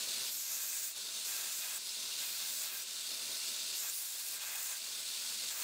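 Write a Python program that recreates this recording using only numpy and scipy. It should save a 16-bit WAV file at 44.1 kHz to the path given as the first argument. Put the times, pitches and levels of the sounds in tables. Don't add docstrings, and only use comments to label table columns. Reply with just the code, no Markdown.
import sys
import numpy as np
from scipy import signal
from scipy.fft import rfft, irfft
from scipy.io import wavfile
from scipy.ndimage import uniform_filter1d

SR = 44100
rng = np.random.default_rng(int(sys.argv[2]) if len(sys.argv) > 2 else 0)


def to_linear_factor(level_db):
    exponent = np.asarray(level_db, float) / 20
    return 10 ** exponent


def dump_mix(stems):
    frames = np.atleast_2d(stems).T
    limited = np.clip(frames, -1, 1)
    pcm = np.round(limited * 32767).astype(np.int16)
    wavfile.write(sys.argv[1], SR, pcm)


N = 248283

# t/s, grit sizzle level/dB, grit body level/dB, blade level/dB, first reflection peak f/Hz
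STROKES = [
    [(.25, -49, -69, -81, 6300), (.335, -43.5, -49, -81, 6400), (.5, -43.5, -48, -64, 6500),
     (.7, -42, -47.5, -65.5, 7140), (.8, -43.5, -47.5, -66, 7600), (.88, -42, -49.5, -70, 7600),
     (.925, -51, -56, -69, 7400)],
    [(1.25, -46, -49, -76, 6600), (1.29, -43.5, -49.5, -60, 6600), (1.5, -47.5, -49.5, -62, 6950),
     (1.57, -42.5, -49, -65.5, 6750), (1.66, -46.5, -51, -60, 6650), (1.78, -45, -50, -62.5, 7600)],
    [(2.175, -54, -54, -76, 6650), (2.23, -45.5, -54, -59.5, 6700), (2.29, -45, -62, -74, 6800),
     (2.4, -46, -53.5, -63.5, 7140), (2.55, -44, -51.5, -70, 7600), (2.62, -45, -49.5, -63.5, 7660),
     (2.7, -44, -60, -61, 7400), (2.835, -47, -57, -68, 7200)],
    [(3.75, -48.5, -56, -80, 6500), (3.79, -42.5, -45.5, -70, 6600), (3.85, -44.5, -50.5, -59.5, 6900),
     (3.9, -44, -47.5, -63.5, 7200)],
    [(3.905, -46, -51, -71, 4800), (3.95, -42, -49, -73.5, 5140), (4.03, -43, -50, -65.5, 4460),
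     (4.1, -45, -49.5, -68.5, 3760), (4.16, -47, -51, -66, 4070), (4.3, -44.5, -51.5, -67, 4030),
     (4.38, -47, -51, -61, 3930)],
    [(4.395, -53, -61, -61, 7000), (4.46, -46, -52.5, -58.5, 7050), (4.55, -45, -51, -57, 7200),
     (4.66, -44, -49, -63.5, 7650), (4.72, -45.5, -48.5, -58.5, 7800), (4.785, -48, -52.5, -65.5, 7800)],
    [(5.505, -47, -50, -57, 7000), (5.535, -46.5, -52, -60, 7150), (5.63, -43, -47.5, -56.5, 7540)],
]
# machine level change at the bite/dB, the same at the end/dB, ring over rasp level/dB,
# reflection amplitude/(0-1)
STROKE_KINDS = [(-7, -7.5, 2, 0.45), (-3.5, -6, 1, 0.23), (-1.5, -4.5, 1.5, 0.28), (-4, -7.5, 0, 0.45),
                (-9.5, -6, -2.5, 0.17), (-7, -7, -1, 0.4), (-8, -3, -5, 0.43)]
# f/Hz, relative level per Hz/dB
GRIT_SPECTRUM = [(300, -21.5), (1120, -17), (2300, -5.5), (4500, 1), (7270, 7.5), (10500, 2), (13000, -1.5),
                 (16000, -1)]
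# f/Hz, relative level per Hz/dB
RASP_SPECTRUM = [(150, -29), (550, -10), (1000, -4), (1700, -3), (2600, -2), (3500, -10), (6000, -47)]
# f/Hz, full width at -6 dB/Hz, relative level/dB
BLADE_MODES = [(630, 50, -12), (1330, 60, -9), (1680, 45, -4), (2080, 40, -4), (2500, 70, -1.5),
               (2620, 70, -3), (3340, 63, -3), (1592, 40, 0)]
# t/s, duration/s, f/Hz, level/dB
SQUEAKS = [(1.7, .025, 7850, -57), (1.746, .024, 7750, -48), (2.792, 0.016, 5750, -50),
           (2.81, 0.02, 5850, -50), (2.814, 0.035, 7800, -53), (4.208, 0.024, 4220, -64)]
# f/Hz, relative level per Hz/dB
BELT_SPECTRUM = [(500, -34), (820, -19), (1000, -17.5), (1900, -15), (2250, -11.5), (2700, -7),
                 (3180, -8.5), (3550, -3), (4400, -2), (5600, -5), (8200, -4.5), (10300, -10.5),
                 (12200, -14), (16000, -12.5)]
# f/Hz, width/Hz, level over the hiss around them/dB
FRAME_MODES = [(1448, 40, 5), (1503, 40, 5.5), (2787, 60, 3), (3320, 30, 6), (3655, 55, 5.5),
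               (4000, 120, 1.5), (4269, 55, 3.5), (4544, 70, 3.5), (4926, 45, 3.5), (5185, 70, 2.5),
               (6290, 80, 2.5), (6970, 66, 2), (7988, 60, 2.5), (9400, 90, 2)]
# f/Hz, level/dB
RATTLE_BAND = [(2200, -20), (3200, 0), (5500, 0), (9000, -8)]
# turns per second/Hz, depth/(0-1)
WHEELS = [(37.6, .07), (80.7, .1), (173, .07), (224.6, .07), (254, .06), (316.5, .05)]
# f/Hz, relative level per Hz/dB
MOTOR_SPECTRUM = [(25, -22), (90, -7.5), (175, -6), (300, 0), (420, 1.5), (620, 2.5), (750, -4),
                  (1200, -1.5)]
# f/Hz, width/Hz, level over the rumble around them/dB
MOTOR_HUM = [(115, 10, 9), (210, 14, 6), (227, 12, 10), (385, 40, 3), (545, 40, 3), (653, 18, 8)]
# middle t/s, level/dB
DIPS = [(.945, -4.5), (1.795, -2), (2.71, -1.5), (2.85, -3), (4.39, -2.5), (4.8, -1.5), (5.53, 1)]


def grinding():
    contact, sizzle_db, body_db, rasp_db, ring_db, peak_hz, reflection = stroke_controls()
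    unsteady_db = 0.6 * flutter(size=900) + 0.5 * flutter(size=120)
    pressure = contact * to_linear_factor(unsteady_db)
    hiss = reflected(grit(), sizzle_db, body_db, peak_hz, reflection)
    hiss = patchy(hiss, patchy_db=1.46)
    return pressure * (hiss + to_linear_factor(rasp_db) * blade_rasp() + to_linear_factor(ring_db) * blade_ring())


def stroke_controls():
    t = np.arange(N) / SR
    rows = np.concatenate(STROKES)
    starts = [stroke[0][0] for stroke in STROKES]
    which = np.clip(np.searchsorted(starts, t) - 1, 0, None)
    touching = [(t >= stroke[0][0]) & (t <= stroke[-1][0] + 0.005) for stroke in STROKES]
    contact = sum(touching).clip(0, 1).astype(float)
    contact = uniform_filter1d(contact, size=500)
    sizzle_db, body_db, rasp_db, peak_hz = (np.interp(t, rows[:, 0], column) for column in rows[:, 1:].T)
    ring_over_rasp_db, reflection = np.array(STROKE_KINDS)[which, 2:].T
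    return contact, sizzle_db, body_db, rasp_db, rasp_db + ring_over_rasp_db, peak_hz, reflection


def grit():
    return level_in(colour(scratches(spread_db=2.1), GRIT_SPECTRUM), 10330, 18200)


def reflected(x, sizzle_db, body_db, peak_hz, strength):
    split_hz, blend_hz = 10220, 800
    hz, t, z = signal.stft(x, SR, nperseg=256, noverlap=192)
    hz = hz[:, None]
    at = np.minimum((t * SR).astype(int), N - 1)
    delay_in_waves = hz / peak_hz[at]
    share = np.clip(strength[at], 0, 0.95)
    comb = (1 + share * np.exp(-2j * np.pi * delay_in_waves)) / np.sqrt(1 + share ** 2)
    above = 1 / (1 + np.exp((split_hz - hz) / blend_hz))
    level_db = above * sizzle_db[at] + (1 - above) * body_db[at]
    return signal.istft(z * comb * to_linear_factor(level_db), nperseg=256, noverlap=192)[1][:N]


def blade_rasp():
    return level_in(colour(scratches(spread_db=1.6), RASP_SPECTRUM), 600, 1450)


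def blade_ring():
    hz = np.fft.rfftfreq(N, 1 / SR)
    power = sum(to_linear_factor(db) ** 2 / (1 + (2 * (hz - mode_hz) / width) ** 2) ** 2
                for mode_hz, width, db in BLADE_MODES)
    ring = irfft(rfft(rng.standard_normal(N)) * np.sqrt(power), N)
    return level_in(ring, 1530, 1720)


def squeaks():
    t, out = np.arange(N) / SR, np.zeros(N)
    rough = 1 + 0.16 * flutter(size=70)
    for start, length, hz, db in SQUEAKS:
        swell = np.sin(np.pi * np.clip((t - start) / length, 0, 1))
        out += to_linear_factor(db) * 2 * swell * np.sin(2 * np.pi * hz * t)
    return out * rough


def machine():
    duck_db = machine_duck_db()
    return belt(duck_db) + motor(duck_db)


def machine_duck_db():
    fall_s, after_db, return_s = 0.046, -3.5, 0.43
    t, duck_db = np.arange(N) / SR, np.zeros(N)
    for stroke, (first_db, last_db, *_) in zip(STROKES, STROKE_KINDS):
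        start, bite, end = stroke[0][0], stroke[1][0], stroke[-1][0]
        before_db = duck_db[round(start * SR) - SR // 100]
        during_db = np.interp(t, [bite - fall_s, bite, end], [before_db, first_db, last_db])
        recovery_db = after_db * np.exp(-np.maximum(t - end, 0) / return_s)
        duck_db = np.where(t < start, duck_db, np.where(t < end, during_db, recovery_db))
    return uniform_filter1d(duck_db, size=900)


def belt(duck_db):
    between_strokes_db = -44
    t = np.arange(N) / SR
    throb = sum(depth * np.cos(2 * np.pi * (turns * t + rng.random())) for turns, depth in WHEELS)
    drive = scratches(spread_db=1.55) * to_linear_factor(0.5 * flutter(size=150))
    drive = drive + colour(throb * drive, RATTLE_BAND)
    noise = workshop(colour(drive, BELT_SPECTRUM, FRAME_MODES), echo_db=-12)
    noise = level_in(patchy(noise, patchy_db=0.82), 3520, 4960)
    return noise * to_linear_factor(between_strokes_db + duck_db + 0.49 * flutter(size=1200))


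def workshop(x, echo_db):
    t = np.arange(4000) / SR
    decay = to_linear_factor(-60 * t / 0.21)
    tail = rng.standard_normal(len(t)) * decay * (t > 0.002)
    return x + to_linear_factor(echo_db) * signal.oaconvolve(x, tail / np.linalg.norm(tail))[:N]


def motor(duck_db):
    between_strokes_db = -63.5
    duck_ratio = 1.17
    rumble = colour(rng.standard_normal(N), MOTOR_SPECTRUM, MOTOR_HUM)
    rumble = level_in(rumble, 90, 700)
    return rumble * to_linear_factor(between_strokes_db + duck_ratio * duck_db + 1.7 * flutter(size=2000))


def scratches(spread_db):
    return rng.standard_normal(N) * to_linear_factor(spread_db * np.minimum(rng.exponential(1, N), 5))


def patchy(x, patchy_db):
    z = signal.stft(x, nperseg=512, noverlap=384)[2]
    field = rng.standard_normal(z.shape[::-1]).T
    field = uniform_filter1d(field, size=8, axis=0)
    field = evened(uniform_filter1d(field, size=16, axis=1))
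    return signal.istft(z * to_linear_factor(patchy_db * field), nperseg=512, noverlap=384)[1][:N]


def flutter(size):
    noise = uniform_filter1d(rng.standard_normal(N), size)
    return evened(uniform_filter1d(noise, size))


def colour(x, points, modes=()):
    hz = np.fft.rfftfreq(len(x), 1 / SR)
    f, db = np.transpose(points)
    power = to_linear_factor(np.interp(np.log(hz + 1), np.log(f + 1), db)) ** 2
    peaks = sum((to_linear_factor(top_db) ** 2 - 1) / (1 + (2 * (hz - mode_hz) / width) ** 2)
                for mode_hz, width, top_db in modes)
    return irfft(rfft(x) * np.sqrt(power * np.maximum(1 + peaks, 0.01)), len(x))


def level_in(x, low_hz, high_hz):
    hz = np.fft.rfftfreq(len(x), 1 / SR)
    band = irfft(rfft(x) * ((hz > low_hz) & (hz < high_hz)), len(x))
    return x / np.sqrt(np.mean(band ** 2))


def evened(x):
    return x / np.sqrt(np.mean(x ** 2) + 1e-20)


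def scene():
    t = np.arange(N) / SR
    width_s = 0.071
    dip_db = sum(db * np.cos(np.pi * np.clip((t - middle) / width_s, -0.5, 0.5)) ** 2
                 for middle, db in DIPS)
    mix = grinding() + squeaks() + machine()
    return np.tile(mix * to_linear_factor(dip_db), (2, 1))


def band_limit(x):
    return signal.sosfilt(signal.butter(12, 17040, fs=SR, output="sos"), x)


def record(dry):
    edge = signal.firwin(1023, 15730, window=("kaiser", 11), fs=SR)
    mix = signal.oaconvolve(dry, edge[None], "same", axes=1)
    return band_limit(mix)


dry = scene()
out = record(dry)
dump_mix(out)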